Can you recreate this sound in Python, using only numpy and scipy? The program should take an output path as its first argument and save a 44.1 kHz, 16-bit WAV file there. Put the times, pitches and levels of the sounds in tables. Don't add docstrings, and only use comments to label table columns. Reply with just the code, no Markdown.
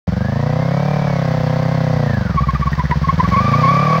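import sys
import numpy as np
from scipy import signal
from scipy.fft import rfft, irfft
from scipy.io import wavfile
from scipy.ndimage import uniform_filter1d

SR = 44100
rng = np.random.default_rng(int(sys.argv[2]) if len(sys.argv) > 2 else 0)


def put_to_file(sound):
    columns = np.atleast_2d(sound).T
    safe = np.clip(columns, -1, 1)
    whole_steps = np.round(safe * 32767)
    wavfile.write(sys.argv[1], SR, whole_steps.astype(np.int16))


N = 176400
CRUISE_HZ = 30

# time in seconds, then silencer boom, pipe bark and clatter, each in dB.
ENGINE_LEVELS = [(.08, -16.5, -32.5, -45.5), (.42, -14.5, -25.5, -44.5), (.9, -15.5, -22.5, -41.5),
                 (1.4, -15, -24.5, -41), (2.08, -13.5, -24.5, -42), (2.35, -19, -36.5, -45),
                 (2.7, -20.5, -44, -44), (3.1, -18.5, -38, -43), (3.35, -14, -29, -40),
                 (3.6, -12.5, -25, -37.5), (3.98, -16, -22.5, -37)]


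def undb(db):
    return 10 ** (np.asarray(db) / 20)


def unit(x):
    return x / np.sqrt(np.mean(x ** 2))


def curve(table, column=1):
    rows = np.array(table, float)
    return np.interp(np.arange(N) / SR, rows[:, 0], rows[:, column])


def walk(rate_hz):
    size = max(int(SR / rate_hz), 2)
    steps = np.repeat(rng.standard_normal(N // size + 1), size)
    return unit(uniform_filter1d(steps, size)[:N])


def colour(x, points, size=16384):
    hz, db = np.array(points, float).T
    grid_hz = np.maximum(np.arange(size // 2 + 1) * SR / size, 1)
    gain = undb(np.interp(np.log(grid_hz), np.log(hz), db))
    cepstrum = irfft(np.log(gain))
    cepstrum[1:size // 2] *= 2
    cepstrum[size // 2 + 1:] = 0
    return signal.fftconvolve(x, irfft(np.exp(rfft(cepstrum))))[:N]


def band(x, lo_hz, hi_hz):
    return signal.sosfilt(signal.butter(2, [lo_hz, hi_hz], "band", fs=SR, output="sos"), x)


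def shelf(x, hz, db):
    lows = signal.sosfiltfilt(signal.butter(2, hz, fs=SR, output="sos"), x)
    return x + (undb(db) - 1) * lows


def pulses(times, sizes):
    out, at = np.zeros(N + 2), np.clip(times * SR, 0, N)
    np.add.at(out, at.astype(int), sizes * (1 - at % 1))
    np.add.at(out, at.astype(int) + 1, sizes * (at % 1))
    return out[:N]


def bursts(hits, decay_s):
    envelope = signal.lfilter([1], [1, -np.exp(-1 / (decay_s * SR))], hits)
    return envelope * rng.standard_normal(N)


def each_cycle(cycles, share, db, scatter_db, lag_s=0, jitter_s=.00002):
    marks = np.arange(int(cycles[-1]) + 1) + share
    chance = rng.standard_normal((len(marks), 2))
    times = np.interp(marks, cycles, np.arange(N) / SR, right=N / SR)
    return pulses(times + lag_s + jitter_s * chance[:, 0], undb(db + scatter_db * chance[:, 1]))


def firings(speed, cycles, scatter_db, first_db=0, second_db=0, lag_s=0):
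    gap = .244 + .0013 * np.minimum(speed - CRUISE_HZ, 0)
    first = each_cycle(cycles, 0, first_db, scatter_db, lag_s)
    second = each_cycle(cycles - gap, 0, 0, scatter_db, lag_s)
    return first + undb(second_db) * second


def open_air(level_db=-35):
    spectrum_hz_db = [(20, -13), (60, 7), (500, -21), (12000, -62)]
    rumble = unit(colour(rng.standard_normal(N), spectrum_hz_db))
    return rumble * undb(level_db + 2 * walk(4.7))


def roadside(x, t60_s=0.15, damp_hz=3070):
    t = np.arange(SR // 2) / SR
    tail = rng.standard_normal(len(t)) * np.exp(-np.log(1000) * t / t60_s) * (t > .006)
    tail = band(tail, 280, damp_hz)
    tail /= np.sqrt(np.sum(tail ** 2) * SR / (2 * damp_hz))
    return undb(-14.5) * signal.fftconvolve(x, tail)[:N]


def casing(x, ring_db=-14, decay_s=0.011):
    t = np.arange(SR // 10) / SR
    rings = rng.standard_normal(len(t)) * np.exp(-t / decay_s)
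    return x + undb(ring_db) * signal.fftconvolve(x, rings / np.sqrt(np.sum(rings ** 2)))[:N]


def machinery(speed, cycles):
    # position as a share of the cycle, relative level in dB.
    tick_pattern = [(.08, -3), (.33, -5.5), (.58, 0), (.8, -5.5)]
    # frequency in Hz, relative level in dB.
    clatter_spectrum = [(400, 0), (900, 11.5), (1350, 7), (1600, 11.5), (2150, 5.5), (2800, -3),
                        (4200, -2.5), (4650, -1), (5000, -3.5), (6000, -8.5), (7500, -23), (10500, -33),
                        (15000, -24.5)]
    rasp_spectrum = [(1500, 6.5), (4500, -4.5), (7500, -13.5), (10500, -28.5), (15000, -7)]
    idle_lift = undb(0.52 * (CRUISE_HZ - speed))
    taps = sum(each_cycle(cycles, share, db, scatter_db=5) for share, db in tick_pattern)
    ticks = undb(-5.5) * unit(bursts(taps, decay_s=0.0064)) * idle_lift
    swell = undb(1.67 * np.cos(2 * np.pi * (cycles - .22)))
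    hiss = undb(4.5) * unit(rng.standard_normal(N) * swell)
    clatter = colour(casing(ticks + hiss), clatter_spectrum)
    clatter /= np.std(band(clatter, 3000, 6500))
    kicks = firings(speed, cycles, scatter_db=1.5, first_db=-2)
    grit = bursts(kicks, decay_s=0.0069) * undb(2.5 * walk(900))
    rasp = undb(-11.5) * unit(colour(grit, rasp_spectrum)) * idle_lift
    return (clatter + rasp) * undb(curve(ENGINE_LEVELS, column=3))


def gear_whine(speed, cycles, meshes_per_cycle=64, wobble_rad=0.45, flutter_db=2.5):
    # time in seconds, level in dB.
    whine_levels = [(.08, -50), (.18, -41), (.27, -36), (.42, -44), (1.15, -40), (1.4, -47), (2.02, -42),
                    (2.15, -28), (2.22, -35.5), (2.3, -33.5), (2.45, -45)]
    surge = 1.2 * (CRUISE_HZ / speed) ** 2 * np.sin(2 * np.pi * cycles)
    phase = 2 * np.pi * meshes_per_cycle * cycles + surge + wobble_rad * walk(260)
    return unit(np.sin(phase) * undb(flutter_db * walk(200))) * undb(curve(whine_levels))


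def drive_knocks(thump_hz=350, width_hz=220):
    # time in seconds, strength in dB.
    knocks = [(2.308, -20.5), (2.36, -17), (2.547, -18.5), (2.611, -16), (2.73, -15.5), (2.794, -14),
              (2.854, -17), (2.911, -9), (3.084, -17.5), (3.198, -12), (3.239, -15.5), (3.287, -10)]
    # frequency in Hz, gain in dB.
    clack_spectrum = [(300, -3), (700, -10), (1450, 0), (1900, 12.5), (2500, -12), (5000, -18.5),
                      (9000, -39)]
    times, db = np.array(knocks).T
    blows = pulses(times, undb(db))
    frame = signal.iirpeak(thump_hz, thump_hz / width_hz, fs=SR)
    thump = undb(29.5) * signal.lfilter(*frame, signal.lfilter(*frame, blows))
    clack = colour(bursts(blows, decay_s=0.0044), clack_spectrum)
    return thump + clack


def stick_slip(hz, gain, overtone_db=0, pitch_jitter=0.0093, flutter_db=2.5):
    # multiple of the pitch, relative level in dB, phase roughness in radians.
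    partials = [(2, -15.5, .75), (3, -32, 1.2), (4, -33, 1.4)]
    phase = 2 * np.pi * np.cumsum(hz * (1 + pitch_jitter * walk(300))) / SR
    overtones = sum(undb(db + overtone_db) * np.sin(multiple * phase + roughness * walk(350))
                    for multiple, db, roughness in partials)
    return np.sqrt(2) * (np.sin(phase) + overtones) * gain * undb(flutter_db * walk(130))


def chirps(free_hz=1193.64):
    # centre in seconds, length in seconds, level in dB, low pitch in Hz.
    drags = [(2.386, .034, -12.5, 1102), (2.44, .024, -17.5, 1170), (2.496, .028, -14.5, 1072),
             (2.559, .022, -19.5, 1181), (2.63, .032, -21.5, 1135), (2.677, .027, -19.5, 1101),
             (2.802, .04, -14.5, 986), (2.924, .044, -15.5, 966), (3.05, .028, -19.5, 1085),
             (3.094, .032, -13.5, 1060), (3.208, .034, -12, 1001), (3.254, .034, -17.5, 1134)]
    t = np.arange(N) / SR
    gain, hz = np.zeros(N), np.full(N, free_hz)
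    for centre, length, db, low_hz in drags:
        away = ((t - centre) / length) ** 2
        gain += undb(db) * np.exp(-(8 * away) ** 1.03)
        hz -= (free_hz - low_hz) * np.exp(-3.5 * away)
    return stick_slip(hz, gain, overtone_db=-3.5)


def squeal(cycles, attack_s=.008, throb_db=2.1):
    # time in seconds, pitch in Hz, level in dB.
    course = [(3.305, 1171, -33), (3.328, 1113, -18.5), (3.348, 1056, -13.5), (3.368, 1120, -17.5),
              (3.39, 1110, -16.5), (3.416, 1203, -19.5), (3.45, 1178, -22), (3.475, 1168, -15.5),
              (3.516, 1179, -21.5), (3.541, 1130, -14), (3.565, 1185, -20), (3.605, 1200, -24.5),
              (3.642, 1097, -14), (3.672, 1086, -13), (3.715, 1161, -16.5), (3.795, 1158, -15),
              (3.83, 1195, -21), (3.898, 1135, -17.5), (3.95, 1135, -13), (3.995, 1165, -34)]
    onset = np.clip((np.arange(N) / SR - course[0][0]) / attack_s, 0, 1)
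    throb = np.cos(2 * np.pi * (cycles - .8))
    hz = curve(course, column=1) * (1 - 0.02 * throb)
    gain = onset * undb(curve(course, column=2) + throb_db * throb)
    return stick_slip(hz, gain)


def silencer_boom(speed, cycles):
    # frequency in Hz, relative gain in dB.
    response = [(25, -37.5), (45, -22.5), (62, 0), (85, -6), (115, -2), (155, 3.5), (190, 0), (245, -10),
                (320, -24.5), (450, -40), (900, -75)]
    kicks = firings(speed, cycles, scatter_db=0.5, second_db=1, lag_s=0.0013) / np.sqrt(speed)
    boom = colour(kicks, response)
    boom = shelf(boom, hz=114, db=-0.56 * (speed - CRUISE_HZ))
    return unit(boom) * undb(curve(ENGINE_LEVELS, column=1))


def pipe_bark(speed, cycles, gas_db=-19.5):
    # frequency in Hz, gain in dB.
    response = [(300, -29), (390, -13.5), (445, -6), (505, 3.5), (670, -1.5), (765, -1.5), (840, -14.5),
                (930, -9), (1090, -8.5), (1170, -19.5), (1290, -10.5), (1400, -31.5), (4000, -64.5)]
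    faster = speed - CRUISE_HZ
    cracks = firings(speed, cycles, scatter_db=0.3, second_db=0.4 * faster) / np.sqrt(speed)
    gas = undb(gas_db) * unit(bursts(cracks, decay_s=0.0018))
    bark = colour(unit(cracks) + gas, response)
    bark = shelf(bark, hz=510, db=-.6 * faster)
    return unit(bark) * undb(curve(ENGINE_LEVELS, column=2))


def scene(first_firing_s=.0762):
    # time in seconds, cycles per second (one cycle is two crank turns).
    revs = [(.065, 21.05), (.295, 26.94), (.615, 32.78), (.895, 37.01), (1.045, 36.01), (1.275, 32.32),
            (1.445, 31.57), (1.745, 32.93), (1.945, 31.47), (2.115, 27.75), (2.295, 22.1), (2.375, 15.79),
            (2.515, 15.76), (2.745, 16.75), (2.995, 16.86), (3.195, 19.79), (3.345, 23.54), (3.595, 30.85),
            (3.995, 41.11)]
    speed = curve(revs)
    cycles = np.cumsum(speed) / SR
    cycles -= cycles[int(first_firing_s * SR)]
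    exhaust = silencer_boom(speed, cycles) - pipe_bark(speed, cycles)
    mechanics = machinery(speed, cycles) + gear_whine(speed, cycles) + drive_knocks()
    bike = exhaust + mechanics + chirps() + squeal(cycles)
    return (open_air() + bike + roadside(bike))[None]


def record(dry):
    opens_s, ceiling, top_hz = 0.07, 0.77, 15750
    opening = np.clip((np.arange(N) / SR - opens_s) / 0.0014, 0, 1) ** 2
    rounded = dry / (1 + (dry / ceiling) ** 6) ** (1 / 6)
    top_cut = signal.ellip(10, .2, 80, top_hz, fs=SR, output="sos")
    return signal.sosfilt(top_cut, rounded * opening)


dry = scene()
out = record(dry)
put_to_file(out)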